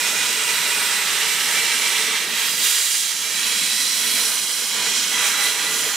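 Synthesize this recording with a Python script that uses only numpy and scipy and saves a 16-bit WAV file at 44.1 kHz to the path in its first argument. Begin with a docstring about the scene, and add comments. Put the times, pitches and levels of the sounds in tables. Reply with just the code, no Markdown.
"""A plasma torch cuts a turning steel tube in a workshop, a few metres from a camera's two microphone ports.
The gas jet is turbulent noise in seven zones: it booms in the bore, roars in the cut and hisses at the nozzle.
Air in the bore whistles in four breathy bands. Tube and machine frame boost and cancel bands of the jet, in a
pattern that changes as the tube turns; steel modes and wall echoes then colour the whole sound."""
import sys
import numpy as np
from scipy import signal
from scipy.fft import rfft, irfft, next_fast_len
from scipy.io import wavfile
from scipy.ndimage import uniform_filter1d, map_coordinates

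SR = 44100
rng = np.random.default_rng(int(sys.argv[2]) if len(sys.argv) > 2 else 0)


def volts_from_decibels(level):
    """Turn decibel levels (scalar or array-like) into linear amplitude factors."""
    exponent = np.asarray(level, float) / 20
    return 10 ** exponent


def inscribe(sig):
    """Save sig as 16-bit PCM at rate SR to the path in sys.argv[1].

    A 1-D sig is mono; a 2-D sig holds one channel per row.
    Samples are clipped to [-1, 1] before scaling.
    """
    pcm = np.round(np.clip(np.atleast_2d(sig).T, -1, 1) * 32767)
    wavfile.write(sys.argv[1], SR, pcm.astype(np.int16))


N = 262836

FRAME, HOP = 1024, 256  # noise spectrum [samples]
# Likeness of the jet at the two ports: (frequency [Hz], left-right correlation)
ALIKE = [(60, 0.4), (130, 0.62), (290, 0.88), (640, 0.79), (1410, 0.92), (3100, 0.88), (6820, 0.72),
         (15000, 0.48)]
# Lean of the jet between the ports: (frequency [Hz], left minus right [dB])
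LEAN = [(60, -2.0), (110, -2), (200, -1.5), (380, -0.5), (700, -1), (1290, -1.5), (2380, -4), (4400, -4.5),
        (8120, -6), (15000, -4)]


def torch(drift_db, patchy_db, sputter_db):
    """Turbulent noise; narrow bands drift as the cut advances, wide patches and sputter come from molten metal."""
    noise = rng.standard_normal((2, N))
    hz, t, spectra = signal.stft(noise, SR, nperseg=FRAME, noverlap=FRAME - HOP)
    shape = spectra.shape[1:]
    # short waves feel the smallest move, so the drift grows into the treble
    drift = drift_db * patches(shape, bins=3, frames=70) * smooth_step(hz, 3200, 8100)[:, None]
    patchy = patchy_db * patches(shape, bins=20, frames=8)
    sputter = sputter_db * patches(shape, bins=300, frames=3)
    gain_db = jet_db(hz, t) + drift + patchy + sputter + 26.5  # 26.5 dB: overall gain
    direct, scattered = spectra * volts_from_decibels(gain_db)
    # walls make the two ports differ
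    angle = np.arccos(np.clip(along(ALIKE, hz), 0, 1))[:, None] / 2
    mid = direct * np.cos(angle)
    side = scattered * np.sin(angle)
    lean = volts_from_decibels(along(LEAN, hz) / 2)[:, None]
    ports = [(mid + side) * lean, (mid - side) / lean]
    return signal.istft(ports, SR, nperseg=FRAME, noverlap=FRAME - HOP)[1][:, :N]


# Edges between the seven zones of the jet: frequency [Hz]
EDGES_HZ = [140, 350, 850, 2700, 4400, 9200]
# Colour of the jet inside its zones: (frequency [Hz], relative level per hertz [dB])
TURBULENCE = [(20, -50), (70, -31), (130, -22.5), (185, -12.5), (324, -15.5), (710, -14.5), (1060, -9),
              (1980, -2), (3990, 0), (4450, -0.5), (8730, -2.5), (11500, -5.5), (14600, -10.5),
              (15700, -18)]
# Boosts and cancellations at six positions of the tube: (frequency [Hz], width [Hz], level [dB])
FIRST_FACE = [(426, 53, 5.5), (694, 52, -11), (970, 71, 6), (1030, 55, -6.5), (1320, 100, 5.5),
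              (1450, 55, 5), (1750, 230, 0.5), (1980, 76, 7.5), (2470, 95, 9), (2530, 89, -6),
              (2780, 250, 2.5), (3060, 220, -2.5), (3650, 230, -0.5), (4480, 330, -4.5), (5270, 510, -0.5),
              (5750, 210, 3.5), (6100, 570, -1), (7540, 380, 3.5), (8600, 440, 4.5), (12250, 340, 1)]
FIRST_FACE_END = [(420, 41, 8), (686, 62, -10), (950, 46, 10.5), (994, 79, -6), (1330, 60, 10.5),
                  (1400, 114, -9), (1770, 65, 2), (2070, 83, 5.5), (2330, 140, 6), (2460, 190, -5.5),
                  (2800, 220, 4), (2930, 190, -2), (4220, 280, 4), (4460, 570, -5.5), (5200, 220, -3),
                  (5770, 310, 3.5), (6100, 250, 1), (7350, 180, 2), (7560, 210, 0), (8740, 320, 6),
                  (11260, 510, 1.5)]
OPEN_CORNER = [(200, 65, 2), (425, 57, 5), (520, 70, -1.5), (720, 110, -3.5), (920, 77, 3.5),
               (1530, 110, -7.5), (1610, 100, 3.5), (1730, 90, -5), (1890, 220, 2.5), (2210, 110, -4),
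               (2300, 110, 4), (2490, 230, -1.5), (2870, 150, 7), (2950, 200, -6), (3270, 250, 2.5),
               (3550, 340, -2.5), (4200, 220, 3), (4360, 400, -4), (5400, 300, -1.5), (5700, 390, 2),
               (6280, 330, 0.5), (7600, 680, 2.5), (8140, 390, -4.5), (8500, 440, 3), (9600, 540, 1),
               (12170, 310, -4)]
SECOND_FACE = [(241, 45, 7), (373, 100, -1.5), (464, 69, 6.5), (796, 88, -1.5), (1010, 130, 4.5),
               (1340, 92, -1), (1360, 71, 3.5), (1680, 160, -0.5), (1930, 200, 2), (2110, 62, -9),
               (2160, 78, 7), (2570, 84, 4.5), (3420, 190, 6.5), (3580, 270, -7), (3970, 370, 2.5),
               (4530, 270, -1.5), (5570, 180, -1), (5780, 380, 3.5), (6320, 450, -1.5), (7100, 800, 2.5),
               (8700, 490, 2), (9540, 330, 2.5), (10500, 680, 2.5)]
SECOND_FACE_END = [(205, 69, 4), (430, 130, 4), (550, 93, -2.5), (775, 100, -3), (860, 39, 1), (960, 69, 2),
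                   (1290, 82, -4), (1620, 120, -0.5), (1780, 160, -5.5), (1980, 160, -5), (2270, 100, 5.5),
                   (2346, 127, -15), (2450, 91, 5.5), (2620, 200, -7.5), (3240, 200, 1.5), (3660, 350, -6),
                   (4040, 430, 2), (4550, 240, -7), (5040, 200, -2.0), (6000, 450, 4), (6530, 460, -7),
                   (7020, 530, 4), (7650, 410, -3), (8860, 590, 3), (10440, 730, 3), (12200, 310, -1)]
NEXT_CORNER = [(443, 73, 8), (726, 94, -4), (840, 49, 4), (990, 39, 10.5), (1190, 51, 8), (1404, 64, 7.5),
               (1590, 120, 2.5), (1870, 87, -8), (1886, 92, 8.5), (2350, 150, -2.5), (2570, 190, -0.5),
               (3380, 320, 2), (3630, 320, -5.5), (3900, 320, 1.5), (4520, 250, -6), (5600, 260, -6),
               (6000, 460, 5.5), (6410, 460, -5), (7020, 680, 2.5), (7700, 300, 0.5), (9070, 610, 3),
               (10300, 700, 2)]
POSITIONS = FIRST_FACE, FIRST_FACE_END, OPEN_CORNER, SECOND_FACE, SECOND_FACE_END, NEXT_CORNER
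# Moves of the tube to its next position: (time [s], duration [s])
TURNS = [(1.2, 0.56), (2.264, 0.11), (3.433, 0.072), (4.246, 0.089), (5.118, 0.077)]


def jet_db(hz, t):
    """Level of the jet at each frequency and moment: zone levels plus the bands that the tube boosts or cancels."""
    colour_db = along(TURBULENCE, hz)
    zones = shares(np.log(hz + 1), [(np.log(edge), 0.3) for edge in EDGES_HZ])
    # power of each zone before its level is set
    zone_db = 10 * np.log10(zones @ volts_from_decibels(2 * colour_db))
    gain_db = zone_levels(t) - zone_db[:, None]
    tube_db = np.array([resonances(modes, hz) for modes in POSITIONS])
    return colour_db[:, None] + zones.T @ gain_db + tube_db.T @ shares(t, TURNS)


# The jet: (time [s], roar in the cut [dB], nozzle hiss [dB], fizz [dB])
JET = [(0, -28, -25, -30.5), (1.3, -26.5, -25.5, -30), (1.6, -26, -24, -29.5), (2.0, -26.5, -25, -30.5),
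       (2.17, -26, -25.5, -34.5), (2.27, -29.5, -30, -35), (2.4, -26, -25, -29), (2.58, -31.5, -26, -27.5),
       (2.65, -28, -20.5, -23), (2.82, -30.5, -24.5, -26.5), (2.99, -32.5, -23, -27),
       (3.15, -33.5, -27.0, -33.0), (3.45, -30, -25.5, -30.0), (3.6, -31.5, -24, -30),
       (3.95, -32.5, -24.5, -29), (4.22, -28.5, -24.0, -26.5), (4.42, -31, -26, -31.0),
       (4.68, -31.5, -26.5, -30), (4.8, -26.5, -26, -33.5), (4.97, -28, -22, -32.5), (5.1, -29, -26, -31.5),
       (5.19, -26, -24.5, -31.5), (5.27, -25.5, -22.5, -27.5), (5.35, -25.5, -26.0, -32.5),
       (5.44, -28.5, -23, -27), (5.55, -29.0, -26, -33), (5.7, -29, -26.5, -32.5), (5.8, -31, -25.0, -30.0),
       (5.96, -28.5, -27, -32.5)]
# The two low zones: (time [s], drone of the bore [dB], boom [dB])
LOW = [(0, -47, -40.5), (2.15, -47.5, -42), (2.42, -49, -42), (2.63, -48.5, -49), (2.7, -56, -49),
       (2.84, -59, -49), (2.92, -54, -51), (3.2, -51.5, -48.5), (3.6, -45.5, -46.5), (3.8, -49.5, -49.5),
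       (4.2, -46.5, -43.5), (4.5, -52.5, -46), (4.68, -49, -50), (4.8, -48, -38), (5.02, -46, -45),
       (5.2, -47.5, -40.5), (5.96, -47.5, -43.5)]
# Offset of the jet body, one value for each position of the tube: level [dB]
BODY_AT = [0, 0.36, 0, 0.55, 0, .5]
# Random flutter of each zone, eddies to fizz: rms at the knots [dB]
FLUTTER_DB = [3.5, 1.2, 1.5, .5, .5, .3, .4]


def zone_levels(t):
    """Levels of the seven zones, eddies to fizz [dB]; eddies follow the drone, the body blends roar and hiss."""
    roar, hiss, fizz = levels(JET, t)
    drone, boom = levels(LOW, t)
    # slow eddies die away faster than the drone when it sinks below -48 dB
    eddies = -60.5 + 2.5 * np.minimum(drone + 48, 0)
    body = -0.5 + 0.32 * roar + 0.68 * hiss + BODY_AT @ shares(t, TURNS)
    flutter = np.array(FLUTTER_DB)[:, None] * wobble(16, t, count=7)
    return np.array([eddies, drone, boom, roar, body, hiss, fizz]) + flutter


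# Air modes of the bore: (frequency [Hz], width at -6 dB [Hz])
WHISTLE_BANDS = [(950, 71), (1990, 46), (3250, 69), (3960, 51)]
# Air modes over the roar before the common share, one row for each position of the tube:
# (first mode [dB], second mode [dB], third mode [dB], fourth mode [dB])
WHISTLE = [(-9.5, -12, -6.5, -8), (-14, -7, -8, -9), (-17, -4.5, -7, -3.5), (-15, -5, -1, -4),
           (-13.5, -8, -6, -6), (-13.5, -5.5, -5.5, -7)]
# Moments when one air mode swells, or once dips: (middle time [s], length [s], mode [Hz], level [dB])
SWELLS = [(0.503, 0.35, 950, 2.5), (2.4, 0.48, 3250, 5), (3.7, 0.29, 3960, 8), (4.2, .2, 3960, -2),
          (4.82, 0.12, 950, 6), (4.9, 0.26, 3960, 5), (4.95, 0.12, 3250, 9), (5.2, 0.13, 1990, 10),
          (5.3, 0.34, 3250, 6.5), (5.42, 0.16, 1990, 9.5), (5.45, .12, 3960, 10), (5.682, 0.1, 1990, 9),
          (5.88, .12, 3960, 10)]
# Glide of the lowest air mode as the cut lengthens: (time [s], pitch ratio)
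LOWEST_AT = [(0, 1.035), (2.4, .965), (4.2, 1.01), (5.96, 1.01)]


def whistle(share_db, left_db, flutter_db, waver):
    """The jet blows across the cut and makes the air in the bore ring in narrow, breathy, wavering bands."""
    t = np.arange(N) / SR
    hz = np.fft.fftfreq(N, 1 / SR)
    roar = levels(JET, t)[0]
    band_db = roar + np.transpose(WHISTLE) @ shares(t, TURNS) + flutter_db * wobble(6.03, t, count=4)
    glides = levels(LOWEST_AT, t) + [1, 1, 1]  # only the lowest mode glides
    drifts = wobble(3, t, count=4)
    total = 0
    for (centre, width), db, glide, drift in zip(WHISTLE_BANDS, band_db, glides, drifts):
        noise = rng.standard_normal(N) + 1j * rng.standard_normal(N)
        breath = np.fft.ifft(np.fft.fft(noise) / (1 + (2 * hz / width) ** 2))
        # the narrow noise is moved up to the wavering pitch of the mode
        phase = 2 * np.pi * np.cumsum(centre * (glide + waver * drift)) / SR
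        tone = (breath * np.exp(1j * phase)).real
        own_swells = [(s, length, rise_db) for s, length, mode_hz, rise_db in SWELLS
                      if abs(np.log(mode_hz / centre)) < 0.1]
        swell_db = resonances(own_swells, t)  # the same bell shape, over time
        total = total + volts_from_decibels(db + swell_db + share_db) * tone / tone.std()
    return total * volts_from_decibels(np.array([[left_db], [-left_db]]))


# Narrow modes of tube and frame: (frequency [Hz], width [Hz], level [dB])
STEEL = [(179.5, 12, 4), (447, 40, 4), (630, 50, 3.5), (816, 16, 6.5), (1137, 17, -14), (1144, 27, 9),
         (1210, 20, 1), (1310, 12.5, 4.5), (1463, 28, 4.5), (1618, 25, 5.5), (2324, 22, 8), (2542, 18, 2.5)]


def shop(x, ripple_db, fade_hz):
    """Steel colours a few narrow modes; many wall echoes add a fine fixed ripple, weaker in the damped treble."""
    size = next_fast_len(N + SR // 2)
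    hz = np.fft.rfftfreq(size, 1 / SR)
    ripple = ripple_db * patches((1, len(hz)), bins=1, frames=60)[0] / (1 + hz / fade_hz)
    gain = volts_from_decibels(resonances(STEEL, hz) + ripple)
    return irfft(rfft(x, size) * gain, size)[:, :N]


def along(points, hz):
    """Reads (frequency [Hz], value) points on a log frequency axis."""
    f, v = np.transpose(points)
    return np.interp(np.log(hz + 1), np.log(f + 1), v)


def levels(rows, t):
    """The columns after the time, read at the moments t."""
    s, *columns = np.transpose(rows)
    return [np.interp(t, s, column) for column in columns]


def smooth_step(x, at, width):
    """A smooth rise from 0 to 1."""
    return 1 / (1 + np.exp(-np.clip(4 * (x - at) / width, -50, 50)))


def shares(x, edges):
    """Weights of neighbouring zones between (edge, width) pairs; they sum to 1."""
    inner = [smooth_step(x, at, width) for at, width in edges]
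    rises = [np.ones_like(x)] + inner + [np.zeros_like(x)]
    return -np.diff(rises, axis=0)


def patches(shape, bins, frames):
    """A random field of rms 1, smoothed twice over so many bins and frames."""
    field = rng.standard_normal(shape)
    for _ in range(2):
        field = uniform_filter1d(field, bins, -2)
        field = uniform_filter1d(field, frames, -1)
    return field / field.std()


def resonances(modes, x):
    """Sum of bell-shaped rises and dips [dB], each (centre, width at half height, level [dB])."""
    return sum(db * np.exp(-4 * np.log(2) * ((x - centre) / width) ** 2) for centre, width, db in modes)


def wobble(rate, t, count):
    """Smooth random curves through so many knots a second, 20 at most."""
    knots = rng.standard_normal((count, int(N / SR * 20) + 4))
    return np.array([map_coordinates(row, [rate * t]) for row in knots])


def scene():
    """The jet and its whistle in the bore, heard in the shop."""
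    jet = torch(drift_db=2, patchy_db=0.43, sputter_db=0.44)
    bore = whistle(share_db=-5.5, left_db=-1.5, flutter_db=1.5, waver=0.004)
    return shop(jet + bore, ripple_db=1.2, fade_hz=8000)


def low_pass(x):
    """Removes everything above the highest recorded frequency."""
    return signal.sosfilt(signal.butter(12, 16590, fs=SR, output="sos"), x)


def record(dry):
    """The camera keeps nothing above its band limit."""
    top_hz = 15750
    kept = irfft(rfft(dry) * (np.fft.rfftfreq(N, 1 / SR) < top_hz), N)
    return low_pass(kept)


dry = scene()
out = record(dry)
inscribe(out)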